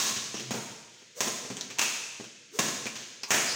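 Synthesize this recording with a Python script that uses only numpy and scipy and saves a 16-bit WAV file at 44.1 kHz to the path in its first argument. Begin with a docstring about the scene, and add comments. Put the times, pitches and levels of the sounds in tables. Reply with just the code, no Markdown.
"""A racket cracks and a large, hard-walled hall rings on: a badminton rally, heard from behind
the near baseline through one small microphone. Cork strikes the strings, setting them and the frame
ringing; floor, walls and roof throw the sound back. Between strokes, shoes thud, scuff and squeak
on the court, and one landing raises a low boom. Air swishes round the racket on the later strokes."""
import sys
import numpy as np
from scipy import signal
from scipy.fft import rfft, irfft
from scipy.io import wavfile

SR = 44100
rng = np.random.default_rng(int(sys.argv[2]) if len(sys.argv) > 2 else 0)


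def unload_audio(sound):
    """Save the sound as a 16-bit wav file, at the path given as the first command line argument."""
    columns = np.transpose(np.atleast_2d(sound))
    # keep every value between -1 and 1, then stretch to whole-number steps
    steps = np.round(np.clip(columns, -1, 1) * 32767)
    wavfile.write(sys.argv[1], SR, steps.astype(np.int16))


N = 156555

# Racket strokes: start_s, direct_db, early_db, string_hz, string_db, frame_hz, frame_db,
# then crack_db in each of the six crack bands
STROKES = [ (-.012, -20, -4.5, 1085, 3, 3900, -13, 11.4, 6.9, 8.1, 8.5, 11, 11.6),
           (0.5079, -11, -7.5, 918, 4.5, 1420, -6.5, 1.5, 5.4, 2.4, 1, -2, 1.5),
           (1.2059, -6.5, -3.5, 1040, -3, 1950, -5, 12.1, 12.8, 6.8, 7, 6, 8.4),
           (1.7859, -14, -9, 938, -7, 2615, 6, 9, 7.9, 9.7, 11.5, 9, 10.6),
           (2.5894, -9, -8, 1086, 2.5, 1720, -4.5, 18.3, 12.6, 8.1, 9.5, 7.5, 9.5),
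           (3.306, -11.5, -8.5, 1150, -13, 1740, -6, 17.5, 19.1, 16.3, 19, 9.5, 15)]
# Bands of the cork's crack: frequency_hz
CRACK_BANDS_HZ = [250, 600, 1200, 2500, 4200, 7000]
# Modes of the string bed: pitch_ratio, level_db, t60_s
STRING_MODES = [(0.998, 7.5, 0.048), (1.561, 3.5, 0.16), (2.08, -29, 0.15), (2.5, -8, 0.022),
                (3.42, -5, 0.024)]
# Bright edge of the sound that reaches the microphone directly: pitch_hz, level_db, t60_s
DIRECT_PINGS = [(6320, 6.5, 0.024), (14800, -12, 0.012)]
# Distinct returns from floor, walls and roof: arrival_s (scene time), level_db, smear_t60_s
ECHOES = [(.066, -9.5, 0.25), (0.089, -13, 0.083), (1.273, -9.5, 0.13), (1.7928, -6, 0.011),
          (1.798, -15.5, 0.0067), (1.814, -8, .03), (1.823, -9, 0.12), (2.5921, -7.5, 0.0053),
          (2.594, -8, 0.011), (2.6, -8.5, 0.039), (2.679, -13.5, 0.12), (3.315, -12, 0.022),
          (3.336, -19, 0.04), (3.343, -11, 0.035)]

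# The hall's diffuse tail, one list each, band by band: frequency_hz, t60_s, level_db
HALL_BANDS_HZ = [125, 250, 450, 750, 1100, 2200, 4000, 6500, 10000, 15000]
HALL_T60_S = [1.47, 1, 1.6, 0.98, 0.97, 1.13, 1.36, 1.3, 1.02, 0.65]
HALL_DB = [-1.5, -3.5, -2, -1, -0.5, 0, 1, 1, -0.5, -2.5]
# Spectrum of the hall's quiet air: frequency_hz, level_db
ROOM_TONE = [(30, -6), (120, 10), (350, -11), (730, -50), (1400, 1.5), (3000, 4), (6500, -2),
             (11000, -9), (15000, -16)]

# Footfalls on the court: start_s, thud_db, thud_hz, slap_db, hall_db
FOOTFALLS = [(.108, 10.5, 190, -4.5, 0), (.163, 12.5, 164, -1, 2.5), (0.3421, 14, 370, -7, 0),
             (.396, -0.5, 278, -4.5, 1.5), (0.5079, 20.5, 214, -2, -4.5), (.541, 12.5, 480, -10, -20),
             (0.571, 13, 151, -20, -1.5), (0.703, 4, 193, -18, -10), (0.937, -30, 250, -24.5, 9),
             (1.017, -8.5, 353, -29, -5), (1.269, 13, 297, -25, -4), (1.449, 5.5, 350, -16, -1),
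             (1.502, 16.5, 230, -7.5, -1), (1.573, 1.5, 398, -10, 7), (1.702, -0.5, 378, -7.5, -3),
             (2.198, 11, 307, -15, -6), (2.241, 3.5, 298, -13, -7), (2.856, 12.5, 293, -4, -5.5),
             (2.955, 0.5, 282, -4.5, 4)]
# Spectrum of a foot's thud: pitch_ratio, level_db
THUD_SPECTRUM = [(.25, -11.5), (.55, -6.5), (1, -5.5), (1.6, -13.5), (3, -20.5), (8, -30), (20, -54)]
# Spectrum of a sole's slap: frequency_hz, level_db
SLAP_SPECTRUM = [(200, -7.5), (700, -11.5), (1500, -5.5), (3000, -2), (6000, -6), (12000, -11.5)]
# Shoe scuffs and sharp ticks: start_s, pitch_hz, level_db, t60_s
SCUFFS = [(.346, 5660, 0, .2), (.368, 2840, 3, .1), (0.933, 3254, -28, 0.045), (0.984, 3380, -18, 0.092),
          (1.5688, 3240, -1, 0.0085), (1.569, 8100, -1, 0.011), (1.6107, 3920, 5, .006),
          (1.6101, 6000, 2.5, .008), (1.617, 4200, -14, .03), (1.706, 2520, -3.5, .06),
          (2.866, 2420, 10, 0.065), (3.2332, 4980, 6.5, 0.051), (3.234, 2580, 3.5, 0.063)]
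# Spectrum of a scuff: pitch_ratio, level_db
SCUFF_SPECTRUM = [(.2, -14), (.7, -17), (1, -2), (1.35, -19), (3, -19.5)]
# Rubber soles squeaking: middle_s, half_length_s, pitch_hz, level_db
SQUEAKS = [(0.384, 0.018, 3020, -44), (3.477, 0.023, 4830, -36), (3.518, 0.033, 4820, -31)]

# Racket swings: top_speed_s, rise_s, pitch_hz, whistle_db, hiss_db
SWISHES = [(1.183, 0.021, 520, -46, -39.5), (1.787, .012, 990, -43.5, -49),
           (2.570, 0.035, 453.5, -44.5, -40.5), (3.303, .025, 1072, -45.5, -40)]
# Spectrum of air hissing through the strings: frequency_hz, level_db
HISS_SPECTRUM = [(600, -12), (1100, -2.5), (2800, -6), (6500, 0), (12000, 1)]

# Response of the microphone: frequency_hz, gain_db
MICROPHONE = [(30, -26), (75, -19.5), (125, -4.5), (200, 0), (4800, 0), (6500, 5), (8000, -3.5),
              (10000, -12), (12500, -18.5), (14000, -17.5), (14900, -4.5), (16000, -16)]


def undb(db):
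    """Decibels to gain."""
    return 10 ** (np.asarray(db) / 20)


def noise():
    """White noise as long as the scene."""
    return rng.standard_normal(N)


def unit(x):
    """Scale to unit energy."""
    return x / np.sqrt(np.sum(x ** 2))


def fade(t, t60):
    """Exponential decay, 60 dB down after t60."""
    return np.exp(-np.log(1000) * t / t60)


def through(x, response):
    """Convolve, keeping the length."""
    return signal.fftconvolve(x, response)[:len(x)]


def lowpass(x, hz):
    """Roll off above hz at 12 dB an octave."""
    return signal.sosfilt(signal.butter(2, hz, fs=SR, output="sos"), x)


def colour(x, points, size=4096):
    """Minimum-phase filter that follows (frequency_hz, gain_db) points."""
    hz, db = np.array(points, float).T
    bins_hz = np.maximum(np.fft.rfftfreq(size, 1 / SR), 1)
    gain = undb(np.interp(np.log(bins_hz), np.log(hz), db))
    cepstrum = irfft(np.log(gain))
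    cepstrum[1:size // 2] *= 2
    cepstrum[size // 2 + 1:] = 0
    return through(x, irfft(np.exp(rfft(cepstrum))))


def burst(t60, size=8192):
    """A dying spray of tiny contacts with an even spectrum and unit energy."""
    envelope = fade(np.arange(size) / SR, t60)
    limit = 2 * np.sqrt(2) * unit(envelope)
    x = rng.standard_normal(size) * envelope
    for _ in range(3):  # flatten the spectrum, then restore the decay
        spectrum = rfft(x)
        x = np.clip(irfft(spectrum / (np.abs(spectrum) + 1e-12)), -limit, limit)
    return unit(x)


def ring(x, hz, t60):
    """One damped mode driven by x, gain 1 at its pitch."""
    t = np.arange(len(x)) / SR
    envelope = fade(t, t60)
    return through(x, 2 * envelope * np.cos(2 * np.pi * hz * t) / envelope.sum())


def add(out, start_s, x):
    """Mix a sound in at start_s, dropping what falls outside the scene."""
    i = int(round(start_s * SR))
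    x, i = x[max(-i, 0):], max(i, 0)
    out[i:i + len(x)] += x[:max(len(out) - i, 0)]


def strokes(early, tail):
    """Cork cracks on the strings, which ping with the frame; echoes and the hall answer."""
    out = np.zeros(N)
    for start_s, direct_db, early_db, string_hz, string_db, frame_hz, frame_db, *crack_db in STROKES:
        crack = colour(burst(t60=.014), list(zip(CRACK_BANDS_HZ, crack_db)))
        frame = undb(frame_db) * ring(crack, frame_hz, t60=.011)
        strings = sum(undb(string_db + db) * ring(crack, string_hz * ratio, t60)
                      for ratio, db, t60 in STRING_MODES)
        hit = crack + frame + strings
        edge = sum(undb(db) * ring(hit, hz, t60) for hz, db, t60 in DIRECT_PINGS)
        add(out, start_s, undb(direct_db) * (hit + edge))
        add(out, start_s, signal.fftconvolve(hit, undb(early_db) * early + tail))
        for arrival_s, db, smear_t60 in ECHOES:
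            if 0 < arrival_s - start_s < .5:  # this stroke's own echoes
                add(out, arrival_s, undb(db) * through(hit, burst(smear_t60)))
    return out


def hall(gap_s=.0015, build_s=.022):
    """Responses of the hard walls: grainy early reflections, and a tail that dies band by band."""
    t = np.arange(2 * SR) / SR
    grains = rng.standard_normal(len(t)) * np.exp(.61 * rng.standard_normal(len(t)))
    early = grains * fade(t, t60=.2) * (t > gap_s)
    spectrum = rfft(rng.standard_normal(len(t)))
    log_hz = np.log(np.maximum(np.fft.rfftfreq(len(t), 1 / SR), 1))
    build_up = 1 - np.exp(-t / build_s)
    tail = 0
    for share, t60, db in zip(np.eye(len(HALL_BANDS_HZ)), HALL_T60_S, HALL_DB):
        band = irfft(spectrum * np.interp(log_hz, np.log(HALL_BANDS_HZ), share))
        tail += undb(db) * band * unit(fade(t, t60) * build_up)
    return unit(early), tail


def room_tone(level_db=-58):
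    """The hall's quiet air: a steady low rumble and faint hiss."""
    return undb(level_db) * np.sqrt(N) * unit(colour(noise(), ROOM_TONE))


def shoes(early, tail, toe_lag_s=.009, toe_db=-2, scuff_hall_db=-11.5, early_db=-2.5):
    """Heel then toe thud and slap on the court; soles catch in short scuffs."""
    direct, to_hall = np.zeros(N), np.zeros(N)
    for start_s, thud_db, thud_hz, slap_db, hall_db in FOOTFALLS:
        thud_spectrum = [(ratio * thud_hz, db) for ratio, db in THUD_SPECTRUM]
        for lag_s, contact_db in ((0, 0), (toe_lag_s, toe_db)):
            thud = undb(thud_db) * colour(burst(t60=.026), thud_spectrum)
            slap = undb(slap_db) * colour(burst(t60=.059), SLAP_SPECTRUM)
            contact = undb(contact_db) * (thud + slap)
            add(direct, start_s + lag_s, contact)
            add(to_hall, start_s + lag_s, undb(hall_db) * contact)
    for start_s, pitch_hz, level_db, t60 in SCUFFS:
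        scuff_spectrum = [(ratio * pitch_hz, db) for ratio, db in SCUFF_SPECTRUM]
        scuff = undb(level_db) * colour(burst(t60), scuff_spectrum)
        add(direct, start_s, scuff)
        add(to_hall, start_s, undb(scuff_hall_db) * scuff)
    return direct + undb(early_db) * through(direct, early) + through(to_hall, tail)


def squeaks(tail, wander_depth=.085, octave_db=-8, hall_db=-7):
    """Rubber sticks and slips on the court: a shrill, unsteady tone and its octave."""
    t, out = np.arange(N) / SR, np.zeros(N)
    wander = wander_depth * np.sqrt(N) * unit(lowpass(noise(), hz=450))
    for middle_s, half_length_s, pitch_hz, level_db in SQUEAKS:
        phase = 2 * np.pi * np.cumsum(pitch_hz * (1 + wander)) / SR
        envelope = np.exp(-((t - middle_s) / half_length_s) ** 2)
        out += undb(level_db) * envelope * (np.sin(phase) + undb(octave_db) * np.sin(2 * phase))
    return out + undb(hall_db) * through(out, tail)


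def landing_boom(peak_s=.5, swell_s=.085, pitch_hz=128.7, level_db=-36.5):
    """A low hall resonance swells and dies as a player lands from a jump."""
    t = np.arange(N) / SR - peak_s
    return undb(level_db) * np.exp(-np.abs(t) / swell_s) * np.sin(2 * np.pi * pitch_hz * t)


def swishes(tail, fall_s=.06, glide_per_s=5.4, relative_width=.2, hall_db=-5):
    """Air whistles round the shaft, rising in pitch through the swing, and hisses in the strings."""
    t, out = np.arange(N) / SR, np.zeros(N)
    for top_speed_s, rise_s, pitch_hz, whistle_db, hiss_db in SWISHES:
        from_peak_s = t - top_speed_s
        speed = np.exp(-(from_peak_s / np.where(from_peak_s < 0, rise_s, fall_s)) ** 2)
        glide_hz = pitch_hz * np.clip(1 + glide_per_s * from_peak_s, .5, 2)
        eddies = lowpass(noise() + 1j * noise(), pitch_hz * relative_width / 2)
        whistle = np.real(eddies * np.exp(2j * np.pi * np.cumsum(glide_hz) / SR))
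        hiss = colour(noise(), HISS_SPECTRUM)
        out += speed * np.sqrt(N) * (undb(whistle_db) * unit(whistle) + undb(hiss_db) * unit(hiss))
    return out + undb(hall_db) * through(out, tail)


def scene():
    """The rally from behind the near baseline, the same in both channels."""
    early, tail = hall()
    air = swishes(tail) + room_tone()
    mono = air + strokes(early, tail) + shoes(early, tail) + squeaks(tail) + landing_boom()
    return np.array([mono, mono])


def record(dry):
    """A small microphone: thin bass, two treble peaks and a steep cut above 15.9 kHz."""
    top_cut = signal.ellip(10, .2, 80, 15900, fs=SR, output="sos")
    return signal.sosfilt(top_cut, np.array([colour(channel, MICROPHONE) for channel in dry]))


dry = scene()
out = record(dry)
unload_audio(out)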